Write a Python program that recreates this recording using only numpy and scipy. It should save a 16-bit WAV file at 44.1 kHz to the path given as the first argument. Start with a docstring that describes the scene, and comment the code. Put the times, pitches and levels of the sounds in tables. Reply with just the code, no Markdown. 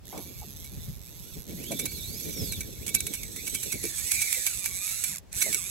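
"""A large fly reel on a boat, close on the right: a hooked fish strips line as the listener moves in.
The pawl ticks over the ratchet from a clatter to a buzz, shaped by the resonances of spool and frame.
The running line whines in step with the teeth; the spool knocks about once a turn and its frame rings.
Behind it small waves slap the hull, water laps, and a light breeze reaches the microphone over a far wash."""
import sys
import numpy as np
from scipy import signal
from scipy.fft import rfft, irfft
from scipy.io import wavfile
from scipy.ndimage import uniform_filter1d

SR = 44100
rng = np.random.default_rng(int(sys.argv[2]) if len(sys.argv) > 2 else 0)


def transcribe(signal):
    """Save signal, clipped to [-1, 1], as a 16-bit WAV file at the path in sys.argv[1]."""
    frames = np.atleast_2d(signal).T
    limited = np.clip(frames, -1, 1)
    pcm = np.round(limited * 32767).astype(np.int16)
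    wavfile.write(sys.argv[1], SR, pcm)


N = 251370  # samples
T = np.arange(N) / SR  # s
HZ = np.fft.rfftfreq(4096, 1 / SR)

# far wash of the sea: (frequency [Hz], relative level [dB])
SEA_COLOUR = [(100, -20), (600, 8.5), (1200, 0.5), (3000, -4.5), (8000, -10), (16000, -60)]
SEA_DB = -63
# breeze on the microphone: (frequency [Hz], relative level [dB])
WIND_COLOUR = [(15, -38), (30, -12.5), (60, -2), (110, -4), (180, -11.5), (400, -43.5), (1500, -44.5)]
# its strength, before a common trim: (time [s], level [dB])
BREEZE_LEVEL = [(0, -52.5), (.85, -46), (1.35, -52), (1.6, -48.5), (2.4, -44), (3.1, -50), (3.8, -49.5),
                (4.4, -53.5), (5.7, -50.5)]
# water along the hull: (frequency [Hz], relative level [dB])
WATER_COLOUR = [(60, -22), (130, 3.5), (220, 4), (430, 0.5), (650, -13.5), (1000, -35), (2000, -22),
                (6000, -26.5)]
# lapping swells as the boat rolls, before a common trim: (time [s], level [dB])
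LAPPING_LEVEL = [(0, -59.5), (.15, -42.5), (.35, -54), (1.35, -53.5), (1.7, -37), (2.05, -48),
                 (2.35, -40.5), (2.7, -47), (3.8, -47.5), (4.05, -57.5), (5.33, -61.5), (5.48, -39.5),
                 (5.6, -57)]
# larger waves slapping the hull: (time [s], peak before trim [dB], central pitch [Hz], length [s])
HULL_SLAPS = [(.128, -30, 773, .055), (0.417, -37, 760, 0.016), (0.449, -36.5, 202.5, 0.018),
              (0.871, -31.5, 162, 0.036), (1.528, -27.5, 163, 0.031), (1.703, -27, 241, .04),
              (1.708, -25.5, 558, 0.02), (2.39, -26.5, 205, 0.039), (2.939, -33.5, 253, .03),
              (3.84, -26, 380, .015), (4.365, -39, 517, 0.026), (5.084, -37.5, 156, 0.035),
              (5.461, -29, 554, 0.023)]

# ring of the frame after a knock: (nominal frequency [Hz], relative level [dB], t60 [s])
FRAME_MODES = [(1547, -4, 0.088), (2287, 10, 0.13), (2645, -1, 0.12), (4030, 11.5, 0.028),
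               (4700, -19, 0.048), (5980, 17, 0.031)]
# change of colour in a hard knock: (frequency [Hz], change [dB])
HARD_COLOUR = [(500, 4), (1400, 8), (2300, 5.5), (3500, 9.5), (6000, 7), (8000, 0.5), (9200, 4.5),
               (10400, 4), (11500, 0.5), (13300, 3), (15000, 11.5)]
# hard knocks of the spool: (time [s], level over 10 ms before trim [dB], length [s])
HARD_KNOCKS = [(.177, -39.5, 0.0034), (.645, -40, 0.0027), (1.64, -38, 0.0028), (1.718, -29.5, 0.0065),
               (1.794, -24.5, 0.01), (1.857, -24, 0.0032), (2.522, -29.5, 0.0074), (2.607, -30, .003),
               (2.87, -24.5, 0.048), (2.946, -15.5, 0.0056), (3.004, -26.5, 0.0023), (3.068, -26, 0.003),
               (3.137, -25, 0.011), (3.233, -33, 0.0029), (3.362, -33, .005), (3.469, -27, 0.0093),
               (3.548, -23.5, 0.0086), (3.631, -27.5, 0.0076), (3.723, -25, 0.009), (3.84, -24.5, 0.015),
               (3.982, -29, 0.0082), (4.117, -19.5, 0.0042), (4.22, -21, 0.0082), (4.328, -20, .015),
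               (4.466, -17.5, 0.0057), (4.654, -22.5, 0.0077), (4.858, -24, 0.039), (5.043, -23.5, 0.004),
               (5.415, -16.5, 0.013), (5.525, -23.5, 0.01), (5.545, -19.5, 0.00086)]
# soft knocks: level against the ratchet, its scatter, length
TEETH_PER_TURN, SOFT_DB, SOFT_SCATTER_DB, SOFT_S = 40, -4, -3, 0.016
# the ring is RING_DB after a usual knock and follows only part of a change in force
RING_DB, RING_FOLLOWS, USUAL_KNOCK_DB = -39, 0.83, -26
RING_BEHIND_DB = 2.5  # the angler's body shades the clatter more than the ring

# how the rod radiates the whine: (frequency [Hz], relative level [dB])
ROD_COLOUR = [(500, -11), (1300, -14.5), (1800, -7.5), (2150, 0), (2400, 2), (2900, -6), (3700, 1.5),
              (4500, -3.5), (6000, -6.5), (8000, -26), (14000, -20)]
# the line bites into a guide and the whine clears to a squeal: (time [s], bell sigma [s], gain [dB])
GUIDE_SQUEALS = [(1.27, 0.038, 9), (1.78, 0.072, 13), (2.03, .06, 10), (2.382, 0.18, 13), (4.232, 0.076, 8),
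                 (4.366, 0.022, 12), (4.616, 0.034, 11.5), (4.823, 0.021, 11.5), (5.46, 0.02, 13)]
WHINE_PER_TOOTH = 6.3  # cycles of the whine's lowest partial
# level against the pawl at 300 teeth a second, and its gain for each doubling of speed
WHINE_DB, WHINE_DB_PER_OCTAVE = -7.5, 6

# broad colour of a click: (frequency [Hz], left ear [relative dB], right ear [relative dB])
REEL_COLOUR = [(146, -9, -109), (420, -7.5, -18), (890, -7.5, -12), (1540, -6, -10), (2490, 3, 3.5),
               (3140, 1, -16), (4580, 1.5, -3), (4640, -3.5, -6), (7180, 14, 7.5), (7950, 15, 7),
               (9600, 6.5, -3), (11540, -53, -2), (12030, 13, -0.5), (15400, -22.5, -3.5)]
# resonances of spool and frame: (frequency [Hz], width [Hz], left ear [dB], right ear [dB])
SPOOL_MODES = [(2247, 143, 6.5, 2.5), (3452, 540, -5.5, 11.5), (8033, 800, -29, 12),
               (9880, 430, 12.5, 16.5), (10710, 520, -36, 13.5), (11420, 890, -15, 18.5),
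               (12480, 170, -16, 12), (14340, 180, 26.5, -28)]
# change of colour when heard from behind the angler: (frequency [Hz], change [dB])
BEHIND_COLOUR = [(900, -12), (2300, -3.5), (3500, 16), (5000, 10), (6300, 9), (7000, 0.5), (8000, -4.5),
                 (10000, -9), (11500, 7), (15000, 15)]
# distance of the listener: (time [s], nearness to the reel [0-1])
REEL_NEARNESS = [(0, 0), (1.5, 0.02), (2.6, 0.04), (3.3, 0.33), (4.1, 0.85), (5.7, 0.94)]
LEFT_EAR_DB = -10.5  # the reel faces the right ear

# the fish runs in surges, rests once and runs again: (time [s], speed before inertia [teeth/s])
SPOOL_SPEED = [(.02, 0), (.13, 180), (.36, 185), (.51, 130), (.61, 175), (.72, 122.5), (.87, 180),
               (.99, 85), (1.3, 240), (1.46, 65), (1.68, 529.5), (1.82, 570), (1.92, 725), (2.03, 575),
               (2.22, 900), (2.3, 984), (2.42, 825), (2.58, 540), (2.62, 310), (2.76, 178), (2.88, 518),
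               (2.96, 635), (3.09, 592), (3.2, 391), (3.32, 263), (3.54, 515.5), (3.65, 464), (3.8, 317),
               (3.99, 260.5), (4.12, 360.5), (4.21, 381.5), (4.35, 335), (4.56, 200), (4.72, 176),
               (5.08, 235.5), (5.18, 70), (5.2, -0.5), (5.32, 1), (5.335, 108.5), (5.38, 234),
               (5.45, 349.5), (5.61, 167), (5.7, 206.5)]
INERTIA_S = .02  # the spool's mass rounds off every change of speed
# the pawl grows louder as the listener closes in: (time [s], level at 100 teeth/s before trim [dB])
PAWL_LEVEL = [(0, -44), (1, -48.5), (1.6, -46), (2.55, -44.5), (2.75, -47), (2.92, -47), (3.25, -46),
              (3.42, -42.5), (3.8, -40), (4.14, -32), (4.6, -34), (5.5, -32), (5.7, -35.5)]
# pawl rubbing on the teeth: (frequency [Hz], relative level [dB])
RUB_COLOUR = [(500, 6.5), (2000, 13), (4000, 10.5), (6500, 9.5), (9000, -3.5), (12500, 3), (15000, -28)]
EDGE_HZ = 15850  # treble limit of the recorder


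def amp(db):
    """Decibels to gain."""
    return 10 ** (np.asarray(db) / 20)


def unit(x):
    """Scaled to an rms of 1."""
    return x / np.sqrt(np.mean(x ** 2) + 1e-20)


def curve(rows, t=T):
    """Each column of a time table at the times t."""
    s, *columns = np.transpose(rows)
    return [np.interp(t, s, c) for c in columns]


def read(rows, hz=HZ):
    """Each column of a spectrum table at the frequencies hz."""
    f, *columns = np.transpose(rows)
    return np.array([np.interp(np.log(hz + 1), np.log(f), c) for c in columns])


def add(mix, s, sound):
    """Mixes a sound in at s seconds."""
    part = mix[:, max(round(s * SR), 0):][:, :sound.shape[-1]]
    part += sound[..., :part.shape[-1]]


def wander(hz):
    """Smooth random movement of rms 1, up to about hz."""
    lowpass = np.exp(-(np.fft.rfftfreq(N, 1 / SR) / hz) ** 2)
    return unit(irfft(rfft(rng.standard_normal(N)) * lowpass, N))


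def noise(spectrum, shared):
    """A pair of coloured noises with a common part."""
    z = rng.standard_normal((3, N))
    shared = np.clip(shared, 0, 1)
    pair = np.sqrt(shared) * z[-1] + np.sqrt(1 - shared) * z[:2]
    gain = amp(read(spectrum, np.fft.rfftfreq(N, 1 / SR)))
    return unit(irfft(rfft(pair) * gain, N))


def pulses(times, sizes):
    """Band-limited impulses at exact times."""
    out, at = np.zeros(N), times[:, None] * SR
    index = at.astype(int) + np.arange(-7, 9)
    shape = np.sinc(index - at) * np.sinc((index - at) / 8)
    np.add.at(out, np.clip(index, 0, N - 1), sizes[:, None] * shape)
    return out


def water(lap_db=0.5, churn_db=4.0, wind_db=3.5, gust_db=4.0):
    """Coloured noises that swell and flutter: lapping on the hull, breeze on the microphone, far wash."""
    churning = unit(noise(WATER_COLOUR, shared=0.2) * amp(churn_db * wander(21.7)))
    lapping = churning * amp(curve(LAPPING_LEVEL)[0] + lap_db)
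    gusting = unit(noise(WIND_COLOUR, shared=0.021) * amp(gust_db * wander(18.7)))
    breeze = gusting * amp(curve(BREEZE_LEVEL)[0] + wind_db)
    sea = amp(SEA_DB) * noise(SEA_COLOUR, shared=0.24)
    return lapping + breeze + sea


def slaps(level_db=-4, spread=0.252, decay_cycles=4, rise=0.019, gush_per_s=22, count=10):
    """Each wave gushes against the hull and traps air pockets that ring briefly and rise in pitch."""
    out, t = np.zeros((2, N)), np.arange(12000) / SR
    for s, db, hz, length in HULL_SLAPS:
        pockets = np.zeros((2, len(t)))
        for k in range(count):
            late = k / count
            detune, side = rng.standard_normal(2)
            # a short slap keeps nearly one pitch
            pitch = hz * np.exp(spread * detune * np.sqrt(late * length / 0.024))
            age = pitch * t / decay_cycles
            tone = np.sin(2 * np.pi * pitch * t * (1 + rise * np.tanh(age / 2)))
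            pocket = tone * np.exp(-age) * (1 - np.exp(-8 * age))
            add(pockets, 1.5 * length * late, amp([[2 * side], [-2 * side]]) * np.exp(-late) * pocket)
        band = signal.butter(3, [hz / 2.6, hz * 1.32], "band", fs=SR, output="sos")
        spray = rng.standard_normal((2, len(t))) + rng.standard_normal(len(t))  # own + common to both ears
        wash = signal.sosfilt(band, spray * np.exp(-(t / length) ** 2 / 2))
        splash = unit(pockets) + gush_per_s * length * unit(wash)
        add(out, s, amp(db + level_db) * splash / abs(splash.mean(0)).max())
    return out


def reflections(x, share=0.54, sway=0.1432):
    """Echoes off glove, sleeve and rod shift as the angler moves, so the ringing bands waver."""
    out = x
    for delay_s in (.0005, .0011, .0019):
        echo = [np.interp(T - delay_s * (1 + sway * wander(3.61)), T, ear) for ear in x]
        out = out + share * np.array(echo)
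    return out / np.sqrt(1 + 3 * share ** 2)


def strike(train, snap_s, ring_s, ring, loose):
    """A snap builds and scatters through the spool: partly alike on every tooth, partly a fresh scrape."""
    t = np.arange(512) / SR
    swell = (t / snap_s) ** 2
    shape = swell * np.exp(2 - 2 * t / snap_s) + ring * np.tanh(swell) * np.exp(-t / ring_s)
    shape /= np.linalg.norm(shape)
    path = shape * rng.standard_normal((2, len(t)))
    for _ in range(16):  # even out the colour while keeping the snap short
        path = irfft(np.exp(1j * np.angle(rfft(path))))
        path *= shape / np.sqrt(abs(uniform_filter1d(path ** 2, size=15, axis=1)) + 1e-12)
    alike = signal.oaconvolve(train[None], path, axes=1)[:, :N]
    envelope = np.sqrt(abs(signal.oaconvolve(train ** 2, shape ** 2)[:N]))
    fresh = envelope * rng.standard_normal((2, N))
    loose = np.clip(loose, 0, 1)
    return np.sqrt(1 - loose) * alike + np.sqrt(loose) * fresh


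def body(x, colour_db):
    """The reel's resonances as a causal filter; a unit click carries 10 ms of unit power in the treble."""
    db = read(REEL_COLOUR) + colour_db
    for hz, width, *ears_db in SPOOL_MODES:
        db = db + np.array(ears_db)[:, None] / (1 + (2 * (HZ - hz) / width) ** 2)
    treble = (HZ > 5000) & (HZ < 15000)
    power = np.mean(amp(db) ** 2 * treble, axis=1, keepdims=True)
    gain = amp(db) / np.sqrt(power * 100 / SR)
    # minimum phase: the ring follows the click, never precedes it
    log_gain = np.log(np.hstack([gain, gain[:, -2:0:-1]]))
    response = np.fft.ifft(np.exp(np.conj(signal.hilbert(log_gain)))).real
    return signal.oaconvolve(x, response, axes=1)[:, :N]


def soft_knocks(speed):
    """About one soft knock a turn between the hard ones, following the ratchet's level: same columns."""
    turns = np.cumsum(speed + 1e-6) / SR / TEETH_PER_TURN
    hard = np.interp([row[0] for row in HARD_KNOCKS], T, turns)
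    gaps = [np.linspace(a, b, round(b - a) + 1)[1:-1] for a, b in zip(hard, hard[1:])]
    times = np.interp(np.concatenate(gaps), turns, T)
    speed_db = 10 * np.log10(np.interp(times, T, speed) / 100 + 1e-6)
    ratchet_db = curve(PAWL_LEVEL, times)[0] + speed_db
    return [(s, db + SOFT_DB + SOFT_SCATTER_DB * rng.standard_normal(), SOFT_S)
            for s, db in zip(times, ratchet_db)]


def frame_ring(t, length):
    """The frame's modes start at random phases, build over the knock's length and die away."""
    detune = 1 + 0.017 * rng.standard_normal()  # the grip changes from knock to knock
    ring = np.zeros((2, len(t)))
    for hz, db, t60 in FRAME_MODES:
        phase = rng.random() + 0.4 * rng.random((2, 1))  # in turns, slightly apart at the ears
        ring += amp(db - 60 * t / t60) * np.sin(2 * np.pi * (hz * detune * t + phase))
    ring *= 1 - np.exp(-2 * t / length)
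    return ring * np.sqrt(0.011 * SR / np.sum(ring[0] ** 2))


def knocks(speed, uneven_db=5.0, level_db=1, fade=0.53, build=0.77, rattle=0.83):
    """The spool lurches: the pawl hits harder for a few teeth and the frame rings."""
    times, sizes, ringing, t = [], [], np.zeros((2, N)), np.arange(4096) / SR
    chatter = 1 + rattle * wander(81)  # the loose spool roughens the ring
    for s, db, length in HARD_KNOCKS + soft_knocks(speed):
        after = np.arange(-3, 16) / max(np.interp(s, T, speed), 60)  # s, one hit a tooth
        rising = np.minimum(after, 0) / (build * length)
        falling = fade * (np.maximum(after, 0) / length) ** 1.34
        size = np.exp(rising - falling) * amp(uneven_db * rng.standard_normal(len(after)))
        times.append(s + after)
        sizes.append(amp(db) * size / np.linalg.norm(size))
        behind_db = RING_BEHIND_DB * (1 - curve(REEL_NEARNESS, s)[0])
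        frame_db = RING_DB + RING_FOLLOWS * (db - USUAL_KNOCK_DB) + behind_db
        add(ringing, s, amp(frame_db) * frame_ring(t, length))
    train = pulses(np.concatenate(times), np.concatenate(sizes))
    drive = strike(train, snap_s=0.000364, ring_s=0.0054, ring=0.42, loose=1.0)
    return amp(level_db) * body(drive, read(HARD_COLOUR)), ringing * unit(chatter)


def whine(speed, fall_db=-6, left_db=-3, right_db=-1, rasp=2.6, flutter_db=3):
    """Line rubbing through the guides sings a grainy note that follows speed, coloured by the rod."""
    hz = WHINE_PER_TOOTH * speed + 1
    turns = np.cumsum(hz) / SR
    fast = np.clip(speed / 600, 0, 1)  # a fast line rasps, a slow one sings
    pace = speed / 300 + 1e-6
    squeal = amp(sum(db * np.exp(-((T - s) / sigma) ** 2 / 2) for s, sigma, db in GUIDE_SQUEALS))
    ears = np.zeros((2, N))
    for k in range(1, 4):
        # overtones fade as the line speeds up
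        gain = amp(read(ROD_COLOUR, k * hz)[0] + fall_db * pace ** 2 * np.log2(k))
        core = wander(45) + 1j * wander(45)
        fuzz = wander(260) + 1j * wander(260)
        both_fuzz = np.array([fuzz, np.roll(fuzz, N // 2)])  # unlike at the two ears
        grain = squeal - 1 + core + rasp * fast * both_fuzz
        ears += gain * (grain * np.exp(2j * np.pi * k * turns)).real / 2
    speed_db = WHINE_DB_PER_OCTAVE * np.log2(pace)
    level_db = curve(PAWL_LEVEL)[0] + WHINE_DB + speed_db + flutter_db * wander(22)
    return amp([[left_db], [right_db]]) * ears * amp(level_db)


def ratchet(speed, uneven_db=1.53, jitter=0.0094, rub_db=-7, level_db=-1, smooth_above=1000, ring=0.27,
            skip_speed=1300):
    """The pawl rubs up each tooth, ever harder, then drops off; at speed it skims and clicks differ more."""
    teeth = np.cumsum(speed + 1e-6) / SR
    times = np.interp(np.arange(1, teeth[-1]), teeth, T)
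    chance = rng.standard_normal((len(times), 2))
    period = 1 / np.maximum(np.interp(times, T, speed), 60)
    train = pulses(times + jitter * period * chance[:, 0], amp(uneven_db * chance[:, 1]))
    loose = 1 / 10 + (speed / skip_speed) ** 2  # share of fresh scrape
    clicks = strike(train, snap_s=.00055, ring_s=0.00157, ring=ring, loose=loose)
    rubbing = amp(rub_db) * np.sqrt(speed / SR / (1 + (speed / smooth_above) ** 2))
    rub = rubbing * (.5 + teeth % 1) * noise(RUB_COLOUR, shared=0.23)
    drive = reflections(clicks + rub) * amp(curve(PAWL_LEVEL)[0] + level_db + wander(35))
    near = np.clip(curve(REEL_NEARNESS)[0], 0, 1)
    beside = body(drive * np.sqrt(near), 0)
    behind = body(drive * np.sqrt(1 - near), read(BEHIND_COLOUR))
    return beside + behind


def scene():
    """The spool's speed drives ratchet, knocks and whine; the water lies around them."""
    speed = np.maximum(uniform_filter1d(curve(SPOOL_SPEED)[0], round(INERTIA_S * SR)), 0)
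    background = water() + slaps()
    clatter, ringing = knocks(speed)
    facing_right = amp([[LEFT_EAR_DB], [0]])
    reel = facing_right * (ratchet(speed) + clatter) + ringing + whine(speed)
    return background + reel


def record(dry):
    """The recorder's treble limit, a steep low-pass filter."""
    lowpass = signal.firwin(401, EDGE_HZ, window=("kaiser", 8), fs=SR)
    return signal.oaconvolve(dry, lowpass[None], "same")


dry = scene()
out = record(dry)
transcribe(out)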